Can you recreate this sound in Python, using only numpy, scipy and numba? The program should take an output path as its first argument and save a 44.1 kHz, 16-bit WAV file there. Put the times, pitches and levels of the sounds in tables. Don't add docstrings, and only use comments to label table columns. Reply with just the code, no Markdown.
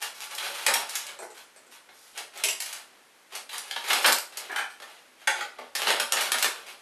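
import sys
import numpy as np
from scipy import signal
from scipy.fft import rfft, irfft
from scipy.io import wavfile
from scipy.ndimage import uniform_filter1d
from numba import njit

SR = 44100
rng = np.random.default_rng(int(sys.argv[2]) if len(sys.argv) > 2 else 0)


def generate_wav(sig):
    pcm = np.round(np.clip(np.atleast_2d(sig).T, -1, 1) * 32767).astype(np.int16)
    wavfile.write(sys.argv[1], SR, pcm)


N = 300582
T = np.arange(N) / SR


def undb(db):
    return 10 ** (np.asarray(db) / 20)


def unit(x):
    return x / np.sqrt(np.mean(x ** 2))


def band(x, edges, order=3):
    return signal.sosfilt(signal.butter(order, edges, "bandpass", fs=SR, output="sos"), x)


def convolve(x, response):
    return signal.fftconvolve(x, response)[:len(x)]


def on_log_axis(hz, points):
    f, value = np.transpose(points)
    return np.interp(np.log(hz + 1), np.log(f), value)


# f/Hz, relative level/dB per Hz
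HISS_COLOUR = [(20, -34.5), (70, -24), (140, -15), (230, -4.5), (450, -2.5), (900, -2), (2000, -2.5),
               (5000, -10.5), (13000, -14)]


def hiss(level_db=-57.5):
    hz = np.arange(N // 2 + 1) * SR / N
    spectrum = rfft(rng.standard_normal(N)) * undb(on_log_axis(hz, HISS_COLOUR))
    return undb(level_db) * unit(irfft(spectrum, N))


def recorder_noise(x, gain_db=-66, corner_hz=110, growth=0.38):
    power = uniform_filter1d(x ** 2, SR // 50)
    strength = np.abs(power) ** (growth / 2)
    return undb(gain_db) * strength * unit(band(rng.standard_normal(N), (10, corner_hz), order=1))


def body(modes, ring_db, size=8192):
    t = T[:size]
    response = np.zeros(size)
    for hz, width, db in modes:
        fade = np.exp(-np.pi * width * t)
        strength = undb(db + ring_db) * 2 * np.pi * width / SR
        response += strength * fade * np.cos(2 * np.pi * hz * t)
    response[0] += 1
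    return response


def grains(size, spread_db):
    return rng.standard_normal(size) * undb(spread_db * np.minimum(rng.exponential(size=size), 6))


# f/Hz, time to fall 60 dB (T60)/s
ECHO_TIMES = [(200, 0.33), (800, 0.41), (3000, 0.31), (7000, 0.35), (12000, 0.25)]
# f/Hz, width/Hz, relative level/dB
ROOM_RESONANCES = [(204, 34, 11.5), (250.6, 11.3, 20), (362, 3.3, -42), (414, 6.8, -32)]


def room_tail(gain_db=2, gap_s=0.00037, build_s=0.0051, size=24576):
    t, hz = T[:size], np.arange(size // 2 + 1) * SR / size
    noise = rfft(grains(size, 1.57))
    edges = np.concatenate([[0], np.geomspace(400, SR / 2, 7)])
    tail = 0
    for lo, hi in zip(edges, edges[1:]):
        t60 = on_log_axis((lo + hi) / 2, ECHO_TIMES)
        slice_of_noise = irfft(noise * (hz >= lo) * (hz < hi))
        tail = tail + slice_of_noise * np.exp(-np.log(1000) * t / t60)
    tail = tail * np.clip((t - gap_s) / build_s, 0, 1)
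    return undb(gain_db) * convolve(tail / np.linalg.norm(tail), body(ROOM_RESONANCES, ring_db=-7))


def registers(bands, tone, brightness, pivot_hz=2000):
    octaves = np.log2(np.sqrt(np.prod(bands, axis=1)) / pivot_hz)
    return undb(np.array(tone) + np.outer(brightness, octaves))


# lower f/Hz, upper f/Hz
BLOW_RANGES = [(340, 660), (660, 2000), (2000, 4800), (5000, 14000)]


def blows(table, response, tone, rise_s, room_db=0, count=5, size=8192):
    t = T[:size]
    times, level_db, brightness, chatter_t60 = np.transpose(table)
    chatter = 1000. ** (-t / chatter_t60[:, None])
    crack = 0.091 * np.exp(-t / 0.00077)
    force = grains((len(times), size), 1.4) * (chatter + crack) * (1 - np.exp(-t / rise_s))
    ring = signal.fftconvolve(force, response[None], axes=1)[:, :size]
    sounds = 0
    for edges, gain in zip(BLOW_RANGES, registers(BLOW_RANGES, tone, brightness).T):
        part = band(ring, edges)
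        strength = np.sqrt(np.sum(part ** 2, axis=1) / (.004 * SR))
        sounds = sounds + part * (undb(level_db) * gain / strength)[:, None]
    tails = [room_tail() for _ in range(count)]
    echo_db = room_db - 0.2 * np.maximum(brightness, 0)
    out = np.zeros(N + SR)
    for k, (s, sound) in enumerate(zip(times, sounds)):
        start = int(s * SR)
        echo = signal.fftconvolve(sound, tails[k % count])
        out[start:start + size] += sound
        out[start:start + len(echo)] += undb(echo_db[k]) * echo
    return out[:N]


THUMPS = [(1.195, -44.5, 0, .03), (1.222, -38, 0, 0.025)]
CASE_RESONANCES = [(363, 32, -2), (850, 63, -1)]
CASE_RADIATION = (-1.5, -2.5, -42, -9.5)


def case_thumps():
    response = body(CASE_RESONANCES, ring_db=10)
    return blows(THUMPS, response, CASE_RADIATION, rise_s=0.004, room_db=4.5, count=2)


WIRE_FLICKS = [(1.189, -41.5, 0.27, .012), (1.3, -49.5, 0.83, 0.077), (1.561, -51, 0.58, 0.013),
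               (1.665, -57.5, 0.077, 0.025)]
WIRE_RESONANCES = [(6860, 150, -7), (7500, 460, -6), (8130, 300, 0)]
WIRE_RADIATION = (-3, -2.5, -6.5, -2.5)


def wire_ticks():
    response = body(WIRE_RESONANCES, ring_db=19)
    return blows(WIRE_FLICKS, response, WIRE_RADIATION, rise_s=0.0014, room_db=2.5, count=2)


def stroke(start, length, swell_db, attack_s=0.029, release_s=0.033):
    attack = np.clip((T - start) / attack_s, 0, 1)
    release = np.clip(1 - (T - start - length) / release_s, 0, 1)
    progress = np.clip((T - start) / length, 0, 1)
    return attack * release * undb(swell_db * (progress - .5))


# t/s, length/s, mid-stroke level/dB, swell from start to end/dB
HUMMING_STROKES = [(0, 0.088, -52, 0), (0.172, 0.276, -55, 3)]


def panel_hum(mode_hz=856, width_hz=13):
    edges = (mode_hz - width_hz / 2, mode_hz + width_hz / 2)
    ring = unit(band(rng.standard_normal(N), edges, order=1))
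    pressure = sum(undb(db) * stroke(start, length, swell_db)
                   for start, length, db, swell_db in HUMMING_STROKES)
    return ring * pressure


def hesitation(depth_db=2, rate_per_s=70):
    hold = SR // rate_per_s
    steps = np.repeat(np.clip(rng.standard_normal(N // hold + 1), -2, 2), hold)[:N]
    return undb(depth_db * uniform_filter1d(steps, hold // 10))


# t/s, length/s, mid-stroke level/dB before tone, brightness/dB per octave,
# swell from start to end/dB
SHELL_STROKES = [(0, 0.08, -43.5, 1, -22), (0.132, 0.1, -49.5, 2, 12), (0.285, 0.032, -43.5, 0, 1.5),
                 (0.354, 0.19, -42, 0, 2.5), (0.56, 0.12, -45, 0.4, -14), (0.762, 0.067, -41, -1, -11),
                 (0.854, 0.15, -47.5, 1.5, -3.5), (1.029, 0.084, -51.5, -1, 1),
                 (1.334, 0.067, -56, 0.8, -2), (1.698, 0.061, -58.5, 1.5, -8), (1.89, 0.23, -69.5, 5, 0),
                 (2.131, 0.047, -49.5, -0.5, 6.5), (2.314, 0.094, -50, -1, 2),
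                 (2.63, 0.18, -53.5, 0.9, -7.5), (2.825, 0.17, -72, -4.5, -5), (3.294, 0.069, -51, -1, 7),
                 (3.503, 0.042, -37.5, .5, -7.5), (3.582, 0.25, -53.5, 0, -9), (3.792, 0.084, -46, 0.1, 16),
                 (3.857, 0.12, -34.5, -0.6, -4), (4, 0.045, -40, 2, 0), (4.34, .24, -52.5, -2, -5),
                 (4.845, 0.25, -63, -1, -21), (5.159, 0.068, -60, -1, -2), (5.35, 0.066, -45.5, -3, -17),
                 (5.525, .11, -61, -4.5, 6), (5.769, 0.066, -36, -0.7, -4),
                 (5.854, 0.098, -32, -2.5, -12.5), (6.098, 0.17, -39.5, -0.5, -5.5),
                 (6.335, 0.08, -42, 0.5, 1), (6.506, 0.13, -54, -1.5, -5), (6.654, 0.063, -48.5, -0.4, -15),
                 (6.764, .05, -63, 1, 0)]
# lower f/Hz, upper f/Hz
SCRAPE_RANGES = [(340, 700), (700, 4400), (4500, 14000)]
# low/dB, middle/dB, treble/dB
SCRAPE_RADIATION = (-11, 0, -3)
# f/Hz, width/Hz, relative level/dB
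SHELL_RESONANCES = [(234.8, 19.3, -0.5), (315.5, 22, -0.5), (404.6, 3.2, -14), (575, 19, 5.5),
                    (600, 63, -1.5), (796, 59, 4), (899, 84, 9), (1040, 5.7, -13), (1196, 100, 3.5),
                    (1353, 250, 5.5), (1554, 140, 6.5), (1681, 44, 1.5), (1806, 180, 6.5), (2155, 170, 6),
                    (2397, 120, 3.5), (2670, 120, -7), (2800, 450, 6.5), (3174, 42, 6.5), (3340, 400, 3.5),
                    (3930, 200, 2)]


def scraping(slips_per_s=420, slip_s=0.0031, spread_db=2.5, ticks_per_s=70, tick_db=-6, room_db=2):
    slip_happens = rng.random(N) < slips_per_s / SR
    slips = slip_happens * undb(spread_db * np.minimum(rng.exponential(size=N), 3))
    grip = unit(convolve(slips, np.exp(-T[:SR // 20] / slip_s))) + .15
    ticks = (rng.random(N) < ticks_per_s / SR) * rng.standard_normal(N)
    rubbing = unit(grip * rng.standard_normal(N)) + undb(tick_db) * unit(ticks)
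    scrape = convolve(rubbing, body(SHELL_RESONANCES, ring_db=0.5))
    pressure = 0
    for start, length, db, brightness, swell_db in SHELL_STROKES:
        gains = registers(SCRAPE_RANGES, SCRAPE_RADIATION, brightness).T
        pressure = pressure + gains * undb(db) * stroke(start, length, swell_db)
    sound = sum(unit(band(scrape, edges)) * gain for edges, gain in zip(SCRAPE_RANGES, pressure))
    sound = sound * hesitation()
    return sound + undb(room_db) * convolve(sound, room_tail())


LATCH_CATCHES = [(4.127, -24, 1.1, 0.017), (4.184, -30, 0.46, .02)]
LATCH_RESONANCES = [(4760, 75, -9), (6300, 70, -6), (8240, 300, 4), (9900, 200, -13), (12200, 430, 2)]
LATCH_RADIATION = (-24, -16, -2.5, 2)


def latch_clicks():
    response = body(LATCH_RESONANCES, ring_db=2)
    return blows(LATCH_CATCHES, response, LATCH_RADIATION, rise_s=0.00045, room_db=-3, count=1)


CABLE_SNAPS = [(2.436, -21.5, 0, 0.024), (2.485, -25.5, 0, 0.02)]
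CLIP_RESONANCES = [(208, 32, 5.5), (623, 38, 9.5), (2600, 590, -2), (5450, 130, -7), (5860, 72, -15),
                   (7250, 77, -1), (7680, 190, 6), (9900, 84, -14)]
CLIP_RADIATION = (-15.5, -11, 0, 1)


def clip_snaps():
    response = body(CLIP_RESONANCES, ring_db=4)
    return blows(CABLE_SNAPS, response, CLIP_RADIATION, rise_s=0.0029, room_db=1, count=2)


TOOL_CLATTER = [(4.493, -34, -7.5, 0.27), (4.514, -39, 6, 0.05), (4.56, -22, 2.5, 0.012),
                (4.581, -22.5, 1.5, 0.079), (4.605, -40, -6, 0.017), (4.696, -42, 5.5, 0.16)]
TOOL_RESONANCES = [(850, 83, -4), (996, 34, -0.5), (1470, 120, -8), (1712, 97, 6.5), (2400, 240, 6),
                   (3040, 100, 11), (3440, 110, -18), (4200, 50, -25), (5800, 230, -5), (8320, 290, 2),
                   (11600, 320, -22)]
TOOL_RADIATION = (-21.5, -0.5, -6.5, -18)


def tool_rattles():
    response = body(TOOL_RESONANCES, ring_db=9)
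    return blows(TOOL_CLATTER, response, TOOL_RADIATION, rise_s=0.0031, room_db=1, count=6)


STEEL_KNOCKS = [(5.214, -48, 0.74, 0.027), (5.272, -15.5, 0.82, 0.029), (5.407, -27, 0, 0.027)]
FRAME_RESONANCES = [(560, 29, 7), (576, 15, 9), (837, 74, 14), (1190, 78, 1), (1480, 270, 6.5),
                    (1800, 280, 3), (2100, 250, 7), (2930, 200, 0), (3130, 200, -1), (3470, 150, -26),
                    (4660, 110, -18), (6450, 380, 6), (7100, 550, 0), (9100, 190, 6)]
FRAME_RADIATION = (-14.5, -1, -4.5, -11.5)


def blade_knocks():
    response = body(FRAME_RESONANCES, ring_db=6)
    return blows(STEEL_KNOCKS, response, FRAME_RADIATION, rise_s=.006, room_db=0, count=3)


PANEL_BLOWS = [(0.381, -32, 6, 0.048), (0.755, -27, -2.5, 0.023), (1.889, -48, -2, 0.035),
               (3.491, -38.5, 5.5, 0.078), (3.71, -30, 5, 0.014), (3.761, -26.5, 1, 0.024),
               (3.904, -20, 1, 0.038), (4.043, -12.5, 0, 0.082), (4.079, -18.5, -1.5, 0.032),
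               (4.111, -32, -1.5, .03), (5.869, -21.5, 1.5, .035), (6.132, -30.5, -5, 0.075),
               (6.168, -22, 1, 0.075), (6.342, -24.5, -1, 0.033)]
PANEL_RADIATION = (-12.5, -1, -1, -15.5)


def panel_knocks():
    response = body(SHELL_RESONANCES, ring_db=-1)
    return blows(PANEL_BLOWS, response, PANEL_RADIATION, rise_s=0.002, room_db=-1, count=4)


CATCH_CLICKS = [(0.024, -31, 0, 0.035), (0.349, -46, 7.5, .03), (0.664, -16.5, 0.5, .025),
                (0.678, -20, -3.5, 0.15), (0.738, -22, 3, .026), (0.893, -41.5, 6, 0.048),
                (0.953, -29, 3.5, 0.057), (1.066, -40.5, 3, 0.03), (2.176, -34.5, 1.5, .05),
                (2.374, -47, 5, 0.031), (2.602, -33, 4, .035), (2.621, -35.5, 3, .03),
                (2.659, -38.5, 3.5, 0.045), (2.727, -36, 3, 0.042), (3.351, -34.5, 2.5, .07),
                (3.58, -38.5, 5, 0.03), (3.931, -23.5, 1, 0.023), (4.051, -22.5, -5.5, 0.058),
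                (4.061, -22, 5.5, 0.038), (4.123, -26.5, 4, 0.0074), (4.322, -41, -2, 0.13),
                (4.371, -35, 4, 0.058), (4.8, -41.5, -2.5, 0.03), (4.82, -38, -2.5, 0.076),
                (5.585, -36, -6.5, 0.08), (5.751, -25, 1, 0.071), (5.904, -20, -1.5, 0.0087),
                (5.998, -19.5, -0.5, 0.029), (6.122, -21, 2.5, 0.012), (6.208, -23.5, 1, 0.081),
                (6.318, -20, 1, 0.02), (6.384, -29, 2, .03), (6.425, -20, 1.5, 0.048),
                (6.444, -20, -1.3, 0.018)]
SHELL_RADIATION = (-16, -4.5, -1.5, -2.5)


def catch_clicks():
    response = body(SHELL_RESONANCES, ring_db=-1)
    return blows(CATCH_CLICKS, response, SHELL_RADIATION, rise_s=0.00055, room_db=-0.5)


def scene():
    sound = (catch_clicks() + panel_knocks() + clip_snaps() + wire_ticks() + latch_clicks()
             + tool_rattles() + blade_knocks() + case_thumps() + scraping() + panel_hum())
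    sound = signal.lfilter(*signal.iirnotch(297, 4.5, fs=SR), sound)
    return (sound + recorder_noise(sound) + hiss())[None]


@njit
def follow(x, attack, release):
    out, e = np.empty(len(x)), 0.
    for i in range(len(x)):
        e += (abs(x[i]) - e) * (attack if abs(x[i]) > e else release)
        out[i] = e
    return out


def record(dry, limit_db=-13, attack_s=0.0003, release_s=0.0051, top_hz=12500):
    envelope = follow(dry[0], 1 / (attack_s * SR), 1 / (release_s * SR))
    limited = dry / np.maximum(envelope / undb(limit_db), 1)
    return signal.sosfilt(signal.ellip(10, .2, 70, top_hz, fs=SR, output="sos"), limited)


dry = scene()
out = record(dry)
generate_wav(out)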